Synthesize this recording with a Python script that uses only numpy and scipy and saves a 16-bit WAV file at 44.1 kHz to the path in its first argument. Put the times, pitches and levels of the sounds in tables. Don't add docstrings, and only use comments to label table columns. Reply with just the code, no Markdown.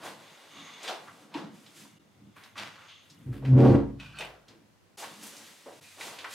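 import sys
import numpy as np
from scipy import signal
from scipy.fft import rfft, irfft
from scipy.io import wavfile
from scipy.ndimage import uniform_filter1d

SR = 44100
rng = np.random.default_rng(int(sys.argv[2]) if len(sys.argv) > 2 else 0)


def dump_mix(stems):
    frames = np.atleast_2d(stems).T
    limited = np.clip(frames, -1, 1)
    pcm = np.round(limited * 32767).astype(np.int16)
    wavfile.write(sys.argv[1], SR, pcm)


def rack_gain(trim_db):
    fader = np.asarray(trim_db, float)
    return 10 ** (fader / 20)


N = 279682
T = np.arange(N) / SR

# start_s, end_s, force_db
CONTACTS = [(3.29, 3.315, -21), (3.525, 3.752, 0)]
# lag_s, full_force_db, db_per_force_db,
# rise_db_per_s, held_drift_db_per_s, fall_db_per_s
LEAF_ANSWER = (0, -13, 1, 255, -30, 420)
RATTLE_ANSWER = (0.0744, -19.5, 1, 169.5, 1, 133)
SCRAPE_ANSWER = (0.13, -33, 6, 127.5, -8.5, 174)
LOWER_ANSWER = (0.01, -33, 0.2, 450, 38, 300)
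# mode_hz, level_db, favoured_s
PANEL_MODES = [(209.4, 1.5, 3.68), (242, 0, 3.63), (279.7, 6, 4.8), (319, -5, 3.71), (343.5, -4, 3.74),
               (368, 0, 3.63), (454.6, -1, 3.65), (520.4, -5.5, 3.7), (568, -5, 3.63), (689, -13, 3.66),
               (791, -12.5, 3.62), (926, -21, 3.6)]
# time_s, level_db
AIR_PUSH = [(3.24, -51), (3.53, -47.5), (3.7, -35.5), (3.85, -39), (4.1, -60), (4.3, -61), (4.55, -84)]
# start_s, held_s, level_db, treble_relative_db
SLIDES = [(2.365, 0.1, -56.5, -10.5), (2.576, 0.061, -43, -27), (2.719, 0.14, -56, -24),
          (3.03, .26, -68.5, -4.5), (3.334, 0.012, -55, -9.5), (3.453, .03, -52.5, -19.5),
          (3.587, 0.12, -46.5, -20.5), (4.005, .04, -51, -24.5), (4.06, 0.08, -57.5, -26.5),
          (4.16, 0.029, -51.5, -25.5), (4.2, 0.019, -43.5, -17.5), (4.485, 0.033, -61.5, -19)]
# mode_hz, width_hz, level_db
HANDLE_MODES = [(1500, 120, -0.5), (2470, 410, 7.5), (2884, 180, 6), (3360, 190, -9), (4380, 77, -18)]
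# time_s, level_db, tilt_db_per_octave
LATCH_STRIKES = [(4, -48, -6), (4.187, -40, 2.5), (4.209, -43, -3), (4.249, -49, 2.5)]
# mode_hz, level_db, t60_s
LATCH_MODES = [(1450, -11, 0.076), (2580, 3.5, 0.11), (3010, -1.5, 0.07), (3660, -1, 0.066),
               (4300, -9, 0.053), (6100, -16, 0.031), (8090, -4.5, 0.042), (10100, -18, 0.021)]
# time_s, level_db
HINGE_SWING = [(.2, -62), (.45, -65.5), (.57, -53), (.78, -53.5), (.9, -69), (1.65, -77), (1.95, -67.5),
               (2.05, -79), (2.84, -65), (2.89, -64), (2.96, -61.5), (3.1, -72.5)]
# mode_hz, width_hz, level_db
HINGE_MODES = [(1160, 300, -0.5), (2120, 340, 0.5), (2850, 160, 1), (3490, 450, 0), (6470, 400, -4)]
# start_s, held_s, crease_db, crackle_relative_db, body_relative_db
RUSTLES = [(0.053, 0.0054, -46.5, -3.5, 5), (0.199, .33, -59.5, -6, -1.5), (.57, .24, -55, -13, -2.5),
           (.85, 0.015, -44, -14.5, -5), (0.896, 0.0017, -43, -12, 5), (1.02, 0.215, -66.5, 1, 7),
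           (1.369, 0.0093, -49.5, -19, 7), (1.55, .17, -66, 1.5, 0), (1.77, 0.047, -59.5, 4.5, -6),
           (4.989, 0.023, -54, 8.5, 2.5), (5.038, 0.0017, -47, -22, 0), (5.12, 0.08, -58.5, 0.5, -2.5),
           (5.235, 0.037, -56, 7, 0), (5.33, 0.149, -57.5, 2, -3), (5.5, .28, -63, 1.5, -5.5),
           (5.83, 0.11, -60, 2.5, -14.5), (6.013, 0.065, -48.5, 1, 1.5), (6.12, 0.16, -55, -6, 2),
           (6.31, .015, -56.5, -12, -11), (6.338, .005, -46.5, 1.5, -10)]
# time_s, level_db, centre_hz
CLICKS = [(.83, -41, 6300), (0.878, -28, 3260), (1.341, -36, 2500), (1.663, -48, 3170), (2.365, -47, 1310),
          (2.436, -47, 3720), (2.557, -39.5, 1290), (2.579, -31, 3000), (3.099, -48, 4580),
          (3.329, -49.5, 1410), (3.451, -39.5, 1800), (3.578, -40.5, 1500), (3.999, -42.5, 2590),
          (4.188, -45, 5520), (4.208, -31, 2216), (4.483, -49, 3860), (5.233, -42.5, 9000),
          (5.266, -41.5, 8950), (5.3665, -41.5, 5860), (6.0095, -34, 2230), (6.187, -35, 2970),
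          (6.244, -31.5, 1740), (6.308, -44.5, 6960)]
# time_s, level_db, centre_hz, width_hz, t60_s
KNOCKS = [(.05, -43, 840, 500, 0.54), (.884, -26, 737, 400, 0.25), (1.073, -38, 1250, 900, 0.15),
          (1.342, -33, 960, 250, 0.16), (1.35, -24.5, 304, 43.4, 0.23), (1.426, -33.5, 300, 80, 0.17),
          (1.849, -47.5, 860, 600, 0.13), (3.268, -41, 290, 148.7, 0.43), (3.424, -38, 420, 396, 0.66),
          (2.78, -47, 1340, 500, 0.36), (2.88, -45.5, 3080, 1500, 0.72), (4.135, -48.5, 1410, 300, 0.89),
          (4.147, -52, 4380, 220, 0.23), (4.195, -36.5, 580, 700, 0.6), (4.49, -49.5, 324, 200, 0.47),
          (5.022, -31.5, 950, 600, 0.16), (5.66, -38.5, 523.7, 504, 0.5), (5.84, -53.5, 2480, 250, 0.77),
          (6.244, -32, 1080, 500, 0.17)]
# time_s, level_db
BOARD_LOADS = [(.04, -51.5), (.58, -55), (1.05, -58), (1.2, -59), (1.4, -46), (1.46, -62), (1.8, -54),
               (2.22, -56), (2.6, -57), (3.13, -63.5), (3.22, -53), (4.15, -60), (4.55, -63), (5.05, -55),
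               (5.2, -55.5), (5.35, -59), (5.7, -61.5), (6.05, -63.5)]
# mode_hz, width_hz, level_db
BOARD_MODES = [(115, 26, -2), (155.5, 52, 1), (199.6, 38, -0.5), (285, 47, -3)]
# frequency_hz, relative_db_per_hz
AIR_SPECTRUM = [(18, -47), (30, -58.5), (97, 2), (130, -8), (400, -9), (3600, -22.5), (5620, -24.5),
                (15600, -35)]
SPLICES_S = [-.01, 1.99, 4.968, 5.805, 6.4]
SHOT_LOW_HZ = [165, 44.5, 165, 65]

FADE_S = 0.01
LEAF_HZ, LEAF_WIDTH_HZ, LEAF_OCTAVE_DB = 130, 0.72, -12.5
LEAF_RINGS_ON_DB, LEAF_RING_FALL_DB_S = -38.5, 43.5
LOWER_HZ, PUSH_HZ, LOW_WIDTH_HZ = 105.3, 55.2, 8.4
PANEL_WIDTH_AT_250_HZ = 7
PANEL_WAKE = 0.31
FAVOUR_S, FAVOUR_DB = 0.06, 5
PATCHY_DB, PATCH_S = 2.5, 0.03
HANDLE_BROAD_DB, SLIDE_REST_DB = 2, -84
SLIDE_RISE_DB_S, SLIDE_FALL_DB_S = 899, 141.5
RUSTLE_RISE_DB_S, RUSTLE_FALL_DB_S = 318, 133
LOAD_RISE_DB_S, LOAD_FALL_DB_S, LOAD_HELD_S, BOARDS_REST_DB = 150, 66, 0.056, -88
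AIR_DB = -67
ROOM_T60_S, ROOM_T60_HIGH_S, ROOM_DB, ROOM_BASS_HZ, ROOM_HIGH_DB = 0.36, 0.2, -6, 209, 5.5


def door():
    rattle = answer(*RATTLE_ANSWER)
    phase = shaken(LEAF_HZ, LEAF_WIDTH_HZ)
    leaf = unit(np.sin(phase) + rack_gain(LEAF_OCTAVE_DB) * np.sin(2 * phase))

    weak_db = PANEL_WAKE * 20 * np.log10(rattle / rattle.max() + 1e-4)
    panel = np.zeros(N)
    for hz, db, favoured_s in PANEL_MODES:
        favour_db = FAVOUR_DB * (np.exp(-((T - favoured_s) / FAVOUR_S) ** 2) - 0.5)
        gain = rack_gain(db + favour_db + weak_db * np.log2(hz / 250))
        panel += gain * np.sin(shaken(hz, PANEL_WIDTH_AT_250_HZ * hz / 250)) / 2

    jolts = rack_gain(PATCHY_DB * unit(uniform_filter1d(rng.standard_normal(N), size=700)))
    scrape = jolts * unit(band(grains(1.3), 370, 1000))
    lower = unit(np.sin(shaken(LOWER_HZ, LOW_WIDTH_HZ)))
    push = unit(np.sin(shaken(PUSH_HZ, LOW_WIDTH_HZ)))

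    home_s = [CONTACTS[-1][1]]
    shudder_gain = swells(home_s, home_s, [LEAF_RINGS_ON_DB], LEAF_ANSWER[3], LEAF_RING_FALL_DB_S)
    shudder = shudder_gain * unit(ring(rng.standard_normal(N), LEAF_HZ, 44))

    parts = answer(*LEAF_ANSWER) * leaf + shudder + rattle * panel
    parts += answer(*SCRAPE_ANSWER) * scrape + answer(*LOWER_ANSWER) * lower
    return span(3.255, 4.9) * (parts + rack_gain(curve(AIR_PUSH)) * push)


def handle():
    s, held, db, treble_db = np.transpose(SLIDES)
    slide = swells(s, s + held, db, SLIDE_RISE_DB_S, SLIDE_FALL_DB_S)
    treble = swells(s, s + held, db + treble_db, SLIDE_RISE_DB_S, SLIDE_FALL_DB_S)
    rub = grains(3.9)
    scrape = unit(ring(rub, 1295, 2800))
    turning = span(3.99, 4.27)
    metal = unit(modes(rub, HANDLE_MODES) + rack_gain(HANDLE_BROAD_DB) * scrape)
    body = turning * metal + (1 - turning) * scrape
    rest = span(*SPLICES_S[1:3]) * rack_gain(SLIDE_REST_DB)
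    return np.hypot(slide, rest) * body + treble * unit(ring(rub, 7200, 9900))


def latch():
    out, t = np.zeros(N), np.arange(SR // 4) / SR
    hz, db, t60 = np.transpose(LATCH_MODES)[:, :, None]
    for s, hit_db, tilt_db in LATCH_STRIKES:
        detuned_hz = hz * (1 + 0.0049 * rng.standard_normal(hz.shape))
        level_db = db + hit_db + tilt_db * np.log2(hz / 3000)
        rings = rack_gain(level_db - 60 * t / np.maximum(t60, 0.01)) * np.sin(2 * np.pi * detuned_hz * t)
        out[int(s * SR):][:len(t)] += rings.sum(axis=0)
    return out


def hinge():
    return span(0.207, 3.25) * rack_gain(curve(HINGE_SWING)) * modes(grains(3.1), HINGE_MODES)


def bag():
    s, held, db, crackle_db, body_db = np.transpose(RUSTLES)
    crease, crackle, body = (swells(s, s + held, db + part, RUSTLE_RISE_DB_S, RUSTLE_FALL_DB_S)
                             for part in (0, crackle_db, body_db))
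    rub = grains(1.9)
    sheet = crease * unit(band(rub, 1370, 4480))
    sheet += crackle * unit(ring(rub, 5150, 7400))
    sheet += body * unit(band(grains(2.0), 304, 1240))
    return (1 - span(1.99, 4.978)) * sheet


def clicks():
    rows = [(s, db, hz, 0.76 * hz, 0.15) for s, db, hz in CLICKS]
    return blows(rows, rise_s=0.00021, snap=2.0)


def knocks():
    return blows(KNOCKS, rise_s=0.003, snap=0.89)


def boards():
    s, db = np.transpose(BOARD_LOADS)
    load = swells(s, s + LOAD_HELD_S, db, LOAD_RISE_DB_S, LOAD_FALL_DB_S)
    load = np.hypot(load, rack_gain(BOARDS_REST_DB))
    return (1 - span(3.27, 4.0)) * load * modes(rng.standard_normal(N), BOARD_MODES)


def room():
    t = np.arange(SR // 2) / SR
    wash = rng.standard_normal((2, 2, len(t)))
    low = band(wash[0], ROOM_BASS_HZ, 2500) * rack_gain(-60 * t / ROOM_T60_S)
    high = band(wash[1], 2500, 20000) * rack_gain(ROOM_HIGH_DB - 60 * t / ROOM_T60_HIGH_S)
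    tail = (low + high) * (t > 0.002)
    tail *= rack_gain(ROOM_DB) / np.sqrt(np.sum(tail ** 2, axis=1, keepdims=True))
    tail[:, 0] = 1
    return tail


def air():
    hz, db = np.transpose(AIR_SPECTRUM)
    f = np.maximum(np.fft.rfftfreq(N, 1 / SR), 1)
    shape = rack_gain(np.interp(np.log(f), np.log(hz), db))
    mid, side = irfft(rfft(rng.standard_normal((2, N))) * shape, N)
    return rack_gain(AIR_DB) * (unit(mid) + 0.87 * unit(side) * np.array([[1], [-1]]))


def answer(lag_s, full_db, growth, rise_db_s, drift_db_s, fall_db_s):
    start, end, force_db = np.transpose(CONTACTS)
    return swells(start + lag_s, end, full_db + growth * force_db, rise_db_s, fall_db_s, drift_db_s)


def swells(start, end, db, rise_db_s, fall_db_s, drift_db_s=0):
    start, end, db = (np.asarray(v, float)[:, None] for v in (start, end, db))
    t = T[::32]
    held = np.clip(t, start, np.maximum(end, start))
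    shape_db = db + drift_db_s * (held - start)
    shape_db = shape_db - rise_db_s * np.maximum(held - t, 0) - fall_db_s * np.maximum(t - held, 0)
    return np.interp(T, t, np.sqrt(np.sum(rack_gain(2 * shape_db), axis=0)))


def blows(events, rise_s, snap):
    out, t = np.zeros(N + SR), np.arange(SR // 2) / SR
    for s, db, hz, width, t60 in events:
        width = np.clip(width, 20, hz)
        fade = (1 - np.exp(-t / rise_s)) * rack_gain(-60 * t / max(t60, 0.01))
        slips = unit(ring(rng.standard_normal(len(t)), hz, width))
        contact = ring(signal.unit_impulse(len(t)), hz, width)
        burst = fade * slips + snap * contact / np.abs(contact).max()
        out[int(s * SR):][:len(t)] += rack_gain(db) * burst / 2
    return out[:N]


def shaken(hz, width_hz):
    drift = uniform_filter1d(rng.standard_normal(N), size=200) * np.sqrt(2 * np.pi * width_hz / SR)
    return 2 * np.pi * (hz * T + rng.random()) + np.cumsum(drift)


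def modes(x, table):
    noise = rng.standard_normal((len(table), N))
    patches = uniform_filter1d(noise, int(PATCH_S * SR), axis=1) * np.sqrt(PATCH_S * SR)
    body = np.zeros(N)
    for (hz, width, db), patch in zip(table, patches):
        body += rack_gain(db + PATCHY_DB * patch) * ring(x, hz, width)
    return unit(body)


def grains(spread_db):
    size_db = spread_db * np.minimum(rng.exponential(size=N), 6)
    return unit(rng.standard_normal(N) * rack_gain(size_db))


def ring(x, hz, width_hz):
    b, a = signal.iirpeak(hz, hz / (1.12 * width_hz), fs=SR)
    return signal.lfilter(b, a, signal.lfilter(b, a, x))


def band(x, lo_hz, hi_hz):
    sos = signal.butter(2, [lo_hz, min(hi_hz, 0.45 * SR)], "band", fs=SR, output="sos")
    return signal.sosfilt(sos, x)


def unit(x):
    return x / np.sqrt(np.mean(x ** 2))


def span(t0, t1):
    return np.clip(np.minimum(T - t0, t1 - T) / FADE_S, 0, 1)


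def curve(table):
    s, db = np.transpose(table)
    return np.interp(T, s, db)


def scene():
    dry = door() + handle() + latch() + hinge() + bag() + clicks() + knocks() + boards()
    echo, tone, out = room(), air(), np.zeros((2, N))
    for t0, t1, low_hz in zip(SPLICES_S, SPLICES_S[1:], SHOT_LOW_HZ):
        shot = span(t0 - 0.002, t1 + 0.002)
        heard = signal.fftconvolve(shot * dry[None], echo, axes=1)[:, :N] + tone
        bass_cut = signal.butter(2, low_hz, "high", fs=SR, output="sos")
        out += shot * signal.sosfilt(bass_cut, heard)
    return out


def low_pass(x):
    return signal.sosfilt(signal.butter(12, 15750, fs=SR, output="sos"), x)


def record(dry):
    return low_pass(dry)


dry = scene()
out = record(dry)
dump_mix(out)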